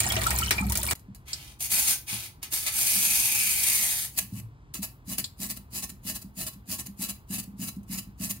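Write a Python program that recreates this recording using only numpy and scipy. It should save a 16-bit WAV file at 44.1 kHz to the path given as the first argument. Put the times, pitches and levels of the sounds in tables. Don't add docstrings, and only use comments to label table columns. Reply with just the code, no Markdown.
import sys
import numpy as np
from scipy import signal
from scipy.fft import rfft, irfft
from scipy.io import wavfile
from scipy.ndimage import uniform_filter1d

SR = 44100
rng = np.random.default_rng(int(sys.argv[2]) if len(sys.argv) > 2 else 0)


def wav_out(sig):
    wavfile.write(sys.argv[1], SR, np.round(np.clip(np.atleast_2d(sig).T, -1, 1) * 32767).astype(np.int16))


N = 370436
TIME = np.arange(N) / SR

# (start [s], length [s], level [dB], easing off by the end [dB],
# lower hiss relative to the level [dB])
BRUSH_SWEEPS = [(1.247, 0.28, -47, 12, 2), (1.584, 0.08, -28, 5.5, -13), (1.683, 0.2, -22, 6.5, -10.5),
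                (1.846, 0.09, -27.5, -0.5, -11), (2.056, 0.21, -32, 12, -4), (2.414, 0.02, -33, 3, 1.5),
                (2.499, 0.17, -24, 16, -11), (2.646, 0.024, -24, -2, -3.5)]
# (time [s], level [dB])
LONG_SWEEP_PRESSURE = [(2.72, -35.5), (2.782, -24.5), (3.054, -22.5), (3.596, -26.5), (3.644, -23),
                       (3.854, -24.5), (4.038, -32.5), (4.052, -29.5), (4.12, -85)]
# (time [s], pitch [Hz])
HOLLOW_PITCH = [(2.8, 2400), (3.3, 2500), (3.55, 2390), (3.95, 1890)]
# (time of the push [s], push [dB], return after [s], return [dB], flick [dB],
# knock while pressing [dB], knock on lifting [dB])
SCRUB_CYCLES = [(5.12, -33, 0.074, -29.5, -63, -32.5, -63), (5.439, -32, 0.069, -29, -40, -33.5, -42.5),
                (5.771, -32, 0.066, -31.5, -41.5, -45.5, -42.5),
                (6.093, -32, 0.068, -32, -41.5, -35, -35.5), (6.413, -32, 0.064, -31, -50, -37.5, -43),
                (6.728, -30, 0.072, -32.5, -38, -35, -34.5), (7.035, -31, 0.065, -30.5, -56, -33.5, -55),
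                (7.344, -32.5, 0.049, -31.5, -44.5, -29, -34.5),
                (7.636, -35.5, 0.048, -33.5, -56, -29.5, -29.5),
                (7.939, -34, 0.048, -33, -51, -30.5, -37.5), (8.244, -32.5, 0.064, -29, -48, -29, -42)]
# (time of the peak [s], level [dB], rise [s], fall [s])
SINGLE_STROKES = [(4.189, -20, 0.013, 0.0081), (4.213, -40, 0.058, 0.023), (4.401, -44.5, 0.069, 0.0054),
                  (4.745, -36, 0.005, 0.037), (4.834, -28.5, 0.0092, 0.021)]
# (time [s], level [dB])
BRUSH_TOUCHES = [(0.953, -39.5), (0.994, -48), (1.148, -39.5), (1.606, -25), (2.4292, -25), (2.525, -25.5),
                 (4.74, -28.5), (5.183, -18), (5.824, -30), (5.894, -33), (6.068, -29), (7.761, -51),
                 (7.831, -54), (8.298, -41)]
# (time [s], level [dB], pitch [Hz])
BRISTLE_SNAPS = [(1.3308, -24, 5000), (5.241, -26, 4280)]
# (frequency [Hz], density [dB per Hz])
SWEEP_SPECTRUM = [(100, -31), (280, -23), (370, -14), (450, -48), (560, -30), (750, -18), (1500, -23.5),
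                  (2200, -15), (4000, -6), (7000, 2.5), (9000, -1.5), (12000, 0), (15500, 2)]
STROKE_SPECTRUM = [(100, -24), (280, -2.5), (370, -3), (450, -42.5), (560, -10.5), (750, -5), (1500, -15.5),
                   (2200, -12.5), (4000, -6), (7000, -6.5), (9000, 3), (12000, 1), (15500, -1)]
# (frequency [Hz], width [Hz], lift [dB])
SWEEP_RESONANCES = [(643, 47, 29), (851, 35, 8.2), (1047, 30, 8.5), (1310, 75, 36), (1525, 23, 24),
                    (1723, 74, 25.2), (2036, 73, 14.2), (2230, 45, 13), (2454, 110, 12), (2740, 140, 4.6),
                    (3220, 170, 4.1), (3490, 50, 1.1), (3720, 20, 5.1), (4480, 30, 9.2), (4844, 91, 3.8),
                    (5650, 35, 1.8), (6420, 350, 5.7), (8480, 200, 8.4), (9190, 960, 11), (9850, 100, 4.4),
                    (10550, 300, 13), (9900, 90, 2.9), (11330, 290, 10), (12820, 250, 7)]
STROKE_RESONANCES = [(637, 24, 15.3), (1089, 78, 21), (1330, 63, 12.8), (1550, 21, 1.3), (1682, 85, 14.4),
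                     (1809, 39, 17), (2020, 84, 10.7), (2300, 570, 8.1), (2628, 110, 11.7),
                     (2835, 105, 4.3), (2912, 38, 19), (4020, 25, 8.5), (4530, 280, 4.5), (5020, 900, 7.8),
                     (6019, 51, 4.7), (6245, 72, 13), (6770, 310, 14.4), (7140, 120, 14.7), (7460, 88, 3.4),
                     (7950, 55, 8.1), (9600, 360, 2.4), (10010, 270, 4.2), (11210, 89, 2.5),
                     (14930, 75, 3.1)]
WATER_RESONANCES = [(620, 57, 6), (1330, 760, 3.5), (1892, 120, 8.5), (2336, 200, 19), (2900, 180, 5),
                    (3370, 220, 0.5)]
# (time [s], level [dB])
WATER_FLOW = [(0, -29.5), (0.44, -27.5), (0.55, -37.5), (0.64, -38), (0.76, -38), (0.9, -25.5)]
# (time [s], fine spray [dB], slap on the steel [dB])
BIG_DROPS = [(0.0034, -9.5, -22), (0.0385, -25.5, -27.5), (0.0887, -38.5, -29), (0.121, -17, -26),
             (0.166, -35, -20), (0.2155, -29.5, -24), (0.235, -19, -30), (0.268, -16, -30),
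             (0.306, -14.5, -22), (0.387, -10, -31), (0.5085, -10, -14.5), (0.582, -33, -28.5),
             (0.698, -17.5, -45.5), (0.7214, -14, -33), (0.754, -14.5, -24.5), (0.7734, -10.5, -41),
             (0.831, -15.5, -35), (0.9104, -15.5, -20)]
# (time [s], level [dB], starting pitch [Hz])
LARGE_BUBBLES = [(0.06, -21, 770), (0.102, -9.5, 3180), (0.167, -22, 641), (0.263, -11, 1330),
                 (0.417, -19, 1310), (0.428, -8.5, 2900), (0.479, -12.5, 2984), (0.58, -8, 2300),
                 (0.884, -13.5, 2250)]
# (frequency [Hz], density [dB per Hz])
WATER_SPECTRUM = [(100, -33), (280, 7), (500, 1.5), (800, 3), (2400, 0.5), (4000, 4.5), (6500, 4.5),
                  (8700, 9.5), (12000, 1), (15500, 2.5)]
DRUM_SPECTRUM = [(25, -44.5), (45, -15.5), (65, 4), (88, -11), (112, -1), (145, -18), (195, -11),
                 (280, -29), (500, -32), (2000, -89.5)]
# (time [s], level [dB], deep thud [dB])
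STRAY_KNOCKS = [(0.604, -21.5, -51), (0.624, -39, -52), (0.648, -23.5, -45), (1.081, -36.5, -46),
                (2.122, -38, -37), (2.957, -36, -70), (4.223, -37, -49), (4.32, -31, -31.5),
                (4.369, -37.5, -33.5), (4.417, -55, -32), (4.787, -29.5, -48.5), (7.533, -39.5, -58)]
# (frequency [Hz], level [dB], t60 [s])
PANEL_MODES = [(199.2, 2, 0.13), (230.2, 0.5, 0.076), (250, -11.5, 0.084), (356.6, -25.5, 0.11)]
# (frequency [Hz], density [dB per Hz])
HUM_SPECTRUM = [(15, -38), (25, -23.5), (48, -8), (64, -5.5), (87, -11), (130, -8), (153, -14),
                (180, -21.5), (293, -24), (560, -36), (1020, -31), (1330, -37), (10400, -61.5),
                (16000, -77)]
# (frequency [Hz], t60 [s])
KITCHEN_DECAY = [(200, 0.3), (1000, 0.26), (4000, 0.26), (9000, 0.2), (16000, 0.29)]
# (frequency [Hz], side gain [dB])
STEREO_WIDTH = [(60, -10.5), (130, -7), (260, -2.5), (500, 0), (900, 24.5), (7400, 26.5), (9000, -4),
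                (11400, -5.5), (12000, -63)]

SWEEP_ATTACK_S, SWEEP_RELEASE_T60 = 0.039, 0.092
LONG_SWEEP_DB, LONG_LOW_DB = -1.5, -12.5
HOLLOW_PEAK_S, HOLLOW_FADE_DB_PER_S = 3.42, 18
CHATTER_HZ, CHATTER_WANDER, CHATTER_DB = 64.6, 0.17, 0.85
PUSH_S, RETURN_S, FLICK_S = (0.033, 0.031), (0.014, 0.014), (0.011, 0.0054)  # (rise [s], fall [s])
FLICK_SHARE = 0.97
LAND_LEAD_S, PRESS_LEAD_S, TURN_LEAD_S, LIFT_LAG_S = 0.045, 0.0117, 0.01226, 0.08
LAND_DB, PRESS_DB, TURN_DB = 0.5, -0.5, -3
SCRUB_THUD_DB = -14.5
WATER_END_S = .935
MIC_LAG = 11
EDGE_HZ = 15800


def sweeps(high_db=1, low_db=1, hollow_db=-8.0, hollow_width_hz=450, grain_db=1.5, drag_db=1.32):
    grain = amp(grain_db * flutter(550) + drag_db * flutter(39) + chatter())
    rasp = patchy(hiss(direct=.4), depth_db=2.2, width_hz=170, length_s=.08)
    low, high = split(colour(rasp * grain, SWEEP_SPECTRUM, SWEEP_RESONANCES), 3620)
    force, low_force = sweep_force()
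    pitch = np.interp(TIME, *np.transpose(HOLLOW_PITCH))
    once = resonate(hiss(), pitch, hollow_width_hz)
    hollow = unit(resonate(once, pitch, hollow_width_hz))
    hollow *= long_force() * amp(hollow_db - HOLLOW_FADE_DB_PER_S * abs(TIME - HOLLOW_PEAK_S))
    return amp(high_db) * force * unit(high) + amp(low_db) * low_force * unit(low) + hollow


def sweep_force():
    t = TIME[:SR // 2]
    high = long_force()
    low = amp(LONG_LOW_DB) * high
    for s, length, db, ease_db, low_db in BRUSH_SWEEPS:
        bite = np.minimum(t / SWEEP_ATTACK_S, 1) ** 2
        easing_db = ease_db * np.minimum(t / length, 1)
        release_db = 60 * np.maximum(t - length, 0) / SWEEP_RELEASE_T60
        force = bite * amp(db - easing_db - release_db)
        add(high, s, force)
        add(low, s, amp(low_db) * force)
    return high, low


def long_force():
    return amp(LONG_SWEEP_DB + np.interp(TIME, *np.transpose(LONG_SWEEP_PRESSURE), left=-120, right=-120))


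def chatter():
    rate_hz = CHATTER_HZ * (1 + CHATTER_WANDER * flutter(12))
    return CHATTER_DB * np.sin(2 * np.pi * np.cumsum(rate_hz) / SR)


def strokes(level_db=0, grain_db=2.0):
    rasp = patchy(hiss(direct=.3), depth_db=3.3, width_hz=180, length_s=.035)
    rasp = unit(rasp * amp(grain_db * flutter(320)))
    force = np.hypot(stroke_force(), touches())
    return amp(level_db) * colour(force * rasp, STROKE_SPECTRUM, STROKE_RESONANCES)


def stroke_force():
    power = np.zeros(N)
    t = np.arange(-SR // 5, SR // 5) / SR
    for s, db, rise, fall in [*SINGLE_STROKES, *scrub_strokes()]:
        swell = np.exp(-2 * (t / np.where(t < 0, rise, fall)) ** 2)
        add(power, s + t[0], amp(db) ** 2 * swell)
    return np.sqrt(power)


def scrub_strokes():
    for s, push_db, gap, return_db, flick_db, _, _ in SCRUB_CYCLES:
        yield s, push_db, *PUSH_S
        yield s + gap, return_db, *RETURN_S
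        yield s + gap * (1 + FLICK_SHARE), flick_db, *FLICK_S


def touches(level_db=-3, t60=0.063):
    force = np.zeros(N)
    for s, db in BRUSH_TOUCHES:
        add(force, s, amp(db + level_db - 60 * TIME[:SR // 5] / t60))
    return force


def snaps(level_db=0, t60=0.067, overtone_hz=7300, overtone_db=-3, width_hz=1500):
    t, out = TIME[:SR // 6], np.zeros((2, N))
    for s, db, hz in BRISTLE_SNAPS:
        noise = rng.standard_normal((2, len(t)))
        first, second = (unit(resonate(resonate(noise, f, width_hz), f, width_hz)) for f in (hz, overtone_hz))
        envelope = amp(db + level_db - 60 * t / t60) * (1 - np.exp(-t / 0.00099))
        add(out, s, envelope * (first + amp(overtone_db) * second))
    return kitchen(out, wet_db=-13.5)


def tap(drum_db=-32, after_db=-15):
    sinking = amp(-4 * np.minimum(TIME, 1) + 1)
    drum = amp(drum_db) * colour(hiss(direct=0.92), DRUM_SPECTRUM, [(364, 20, 21)]) * sinking
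    water = colour(drops() + splashes(), WATER_SPECTRUM, WATER_RESONANCES) + bubbles()
    running = np.clip((WATER_END_S - TIME) / 0.00081, 0, 1)
    echo_gain = np.maximum(running, amp(after_db))
    return kitchen(water * running, wet_db=-12.0) * echo_gain + drum * running


def drops(count=36, per_s=22, spread_db=5, cycles=4, drops_db=-5):
    t, out = TIME[:SR // 25], np.zeros((2, N))
    for hz in np.geomspace(600, 15000, count):
        chance = per_s * np.sqrt(hz / 3000) / SR
        size = amp(spread_db * np.minimum(rng.exponential(1, SR), 3)) * (rng.random(SR) < chance)
        blip = unit(np.exp(-t * hz / cycles) * np.sin(2 * np.pi * hz * t)) * hz ** .25
        walls = rng.standard_normal((2, len(t))) * amp(-60 * t / 0.03)
        path = ports(1. * (t == 0)) + walls / np.linalg.norm(walls[0])
        blips = signal.fftconvolve(size, blip)
        add(out, 0, signal.fftconvolve(blips[None], path, axes=1))
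    wash = amp(-13) * hiss()
    flow = amp(drops_db + np.interp(TIME, *np.transpose(WATER_FLOW)))
    return flow * (out / np.std(out[:, :SR]) + wash)


def splashes(t60=0.067, crack_t60=0.0087, spray_db=-10, slap_db=-6):
    t, out = TIME[:SR // 10], np.zeros((2, N))
    spray_shape = amp(-60 * t / t60) + amp(-60 * t / crack_t60)
    low, high = split(patchy(hiss(), depth_db=3, width_hz=700, length_s=.03), 5000)
    for k, (s, high_db, low_db) in enumerate(BIG_DROPS):
        slap, spray = (unit(band[:, k * len(t):][:, :len(t)]) for band in (low, high))
        spray = amp(high_db + spray_db) * spray_shape * spray
        slap = amp(low_db + slap_db - 60 * t / 0.12) * slap
        add(out, s, spray + slap)
    return out


def bubbles(count=90, small_db=-29, spread_db=5, rise=0.13, gain_db=2):
    when, size, pitch = rng.random((count, 3)).T
    levels_db = small_db + spread_db * (2 * size - 1) - 6 * when
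    small = np.transpose([when * WATER_END_S, levels_db, 650 * 11 ** pitch])
    t, out = TIME[:SR // 8], np.zeros(N)
    for s, db, hz in np.vstack([LARGE_BUBBLES, small]):
        age = t * hz / 42
        envelope = amp(db + gain_db - 60 * age) * (1 - np.exp(-t / 0.0021))
        cycles = hz * t * (1 + rise * np.minimum(age, 2) / 2)
        add(out, s, envelope * np.sin(2 * np.pi * cycles))
    return basin(out, t60=0.066, wet_db=5)


def panels(knock_db=5, thud_db=2, thud_hz=112, thud_t60=0.23, push_s=0.0089, rub_db=-9, sweep_rub_db=-29):
    t, out = TIME[:SR // 3], np.zeros(N)
    ring = sum(amp(db - 60 * t / t60) * np.sin(2 * np.pi * hz * t) for hz, db, t60 in PANEL_MODES)
    thud = amp(thud_db - 60 * t / thud_t60) * np.sin(2 * np.pi * thud_hz * t)
    push = 1 - np.exp(-(t / push_s) ** 2)
    for s, db, deep_db in [*STRAY_KNOCKS, *scrub_knocks()]:
        add(out, s, push * (amp(db + knock_db) * ring + amp(deep_db) * thud))
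    stroke_rub = amp(rub_db) * np.minimum(stroke_force(), amp(-40.5))
    sweep_rub = amp(sweep_rub_db) * sweep_force()[0]
    rub = (stroke_rub + sweep_rub) * rng.standard_normal(N)
    return ports(out + signal.oaconvolve(rub, ring / np.linalg.norm(ring))[:N])


def scrub_knocks():
    for s, _, gap, _, _, knock_db, lift_db in SCRUB_CYCLES:
        for when, db in ((s - LAND_LEAD_S, knock_db + LAND_DB),
                         (s - PRESS_LEAD_S, knock_db + PRESS_DB),
                         (s + gap - TURN_LEAD_S, knock_db + TURN_DB),
                         (s + gap + LIFT_LAG_S, lift_db)):
            yield when, db, db + SCRUB_THUD_DB


def hum(level_db=-50):
    return amp(level_db) * colour(hiss(direct=0.81), HUM_SPECTRUM)


def basin(x, t60=.05, wet_db=0):
    t = TIME[:SR // 8]
    taps = rng.standard_normal((2, len(t))) * amp(-60 * t / t60) * (t > .001)
    echoes = signal.oaconvolve(x[None], taps / np.linalg.norm(taps[0]), axes=1)[:, :N]
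    return (ports(x) + amp(wet_db) * echoes) / np.hypot(1, amp(wet_db))


def kitchen(x, wet_db):
    hz, t, z = signal.stft(rng.standard_normal((2, SR // 2)), SR, nperseg=256)
    decay = amp(-60 * t / read(KITCHEN_DECAY, hz)[:, None])
    tail = signal.istft(z * decay, SR, nperseg=256)[1]
    tail[:, :SR // 200] = 0
    return x + amp(wet_db) * signal.oaconvolve(x, tail / np.linalg.norm(tail[0]), axes=1)[:, :N]


def ports(x):
    return np.array([np.roll(x, MIC_LAG), x])


def hiss(direct=0.082):
    direct = np.clip(direct, 0, 1)
    return np.sqrt(direct) * ports(rng.standard_normal(N)) + np.sqrt(1 - direct) * rng.standard_normal((2, N))


def patchy(x, depth_db, width_hz, length_s):
    z = signal.stft(x, SR, nperseg=512, noverlap=384)[2]
    field = rng.standard_normal(z.shape)
    for _ in range(2):
        field = uniform_filter1d(field, max(round(width_hz * 2 ** 9 / SR), 1), axis=1)
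        field = uniform_filter1d(field, max(round(length_s * SR / 2 ** 7), 1), axis=2)
    gain = unit(amp(depth_db * np.clip(unit(field), -2, 2)))
    return signal.istft(z * gain, SR, nperseg=512, noverlap=384)[1][:, :N]


def colour(x, spectrum, modes=()):
    hz = abs(np.fft.fftfreq(2 ** 13, 1 / SR))
    db = read(spectrum, hz)
    for f, width, lift in modes:
        db = db + min(lift, 12) / (1 + (2 * (hz - f) / max(width, 30 + f / 70)) ** 2)
    response = np.exp(np.conj(signal.hilbert(np.log(amp(db)))))
    taps = np.fft.ifft(response).real[:len(hz) // 2]
    power = np.mean(amp(db) ** 2 * (hz < EDGE_HZ))
    return signal.oaconvolve(x, taps[None] / np.sqrt(power), axes=1)[:, :N]


def resonate(x, hz, width):
    turn = np.exp(2j * np.pi * np.cumsum(hz * np.ones(x.shape[-1])) / SR)
    r = np.exp(-np.pi * width / SR)
    return 2 * (turn * signal.lfilter([1 - r], [1, -r], x / turn)).real


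def split(x, hz):
    filters = [signal.butter(2, hz, kind, fs=SR, output="sos") for kind in ("low", "high")]
    return [signal.sosfilt(sos.repeat(2, axis=0), x) for sos in filters]


def flutter(rate_hz):
    lowpass = 1 + (np.fft.rfftfreq(N, 1 / SR) / rate_hz) ** 4
    return unit(irfft(rfft(rng.standard_normal(N)) / lowpass, N))


def amp(db):
    return 10 ** (np.asarray(db) / 20)


def unit(x):
    return x / np.sqrt(np.mean(x ** 2) + 1e-20)


def read(points, hz):
    f, value = np.transpose(points)
    return np.interp(np.log(hz + 1), np.log(f + 1), value)


def add(mix, s, sound):
    part = mix[..., max(round(s * SR), 0):][..., :sound.shape[-1]]
    part += sound[..., :part.shape[-1]]


def scene():
    brush = kitchen(sweeps(), wet_db=-3.5) + kitchen(strokes(), wet_db=-9.5) + snaps()
    return tap() + brush + kitchen(panels(), wet_db=-8) + hum()


def record(dry, balance_db=0.18):
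    hz = np.fft.rfftfreq(N, 1 / SR)
    width = np.minimum(amp(read(STEREO_WIDTH, hz)), 1)
    treble = hz > 2000
    mid = irfft(rfft(dry.mean(0)) * np.sqrt(1 + treble * (1 - width ** 2)), N)
    side = irfft(rfft(dry[0] - dry[1]) / 2 * width, N)
    pair = np.array([amp(balance_db) * (mid + side), amp(-balance_db) * (mid - side)])
    pair = signal.sosfilt(signal.butter(4, 38, "high", fs=SR, output="sos"), pair)
    band_limit = signal.firwin(511, EDGE_HZ, window=("kaiser", 9), fs=SR)
    return signal.oaconvolve(pair, band_limit[None], "same")


dry = scene()
out = record(dry)
wav_out(out)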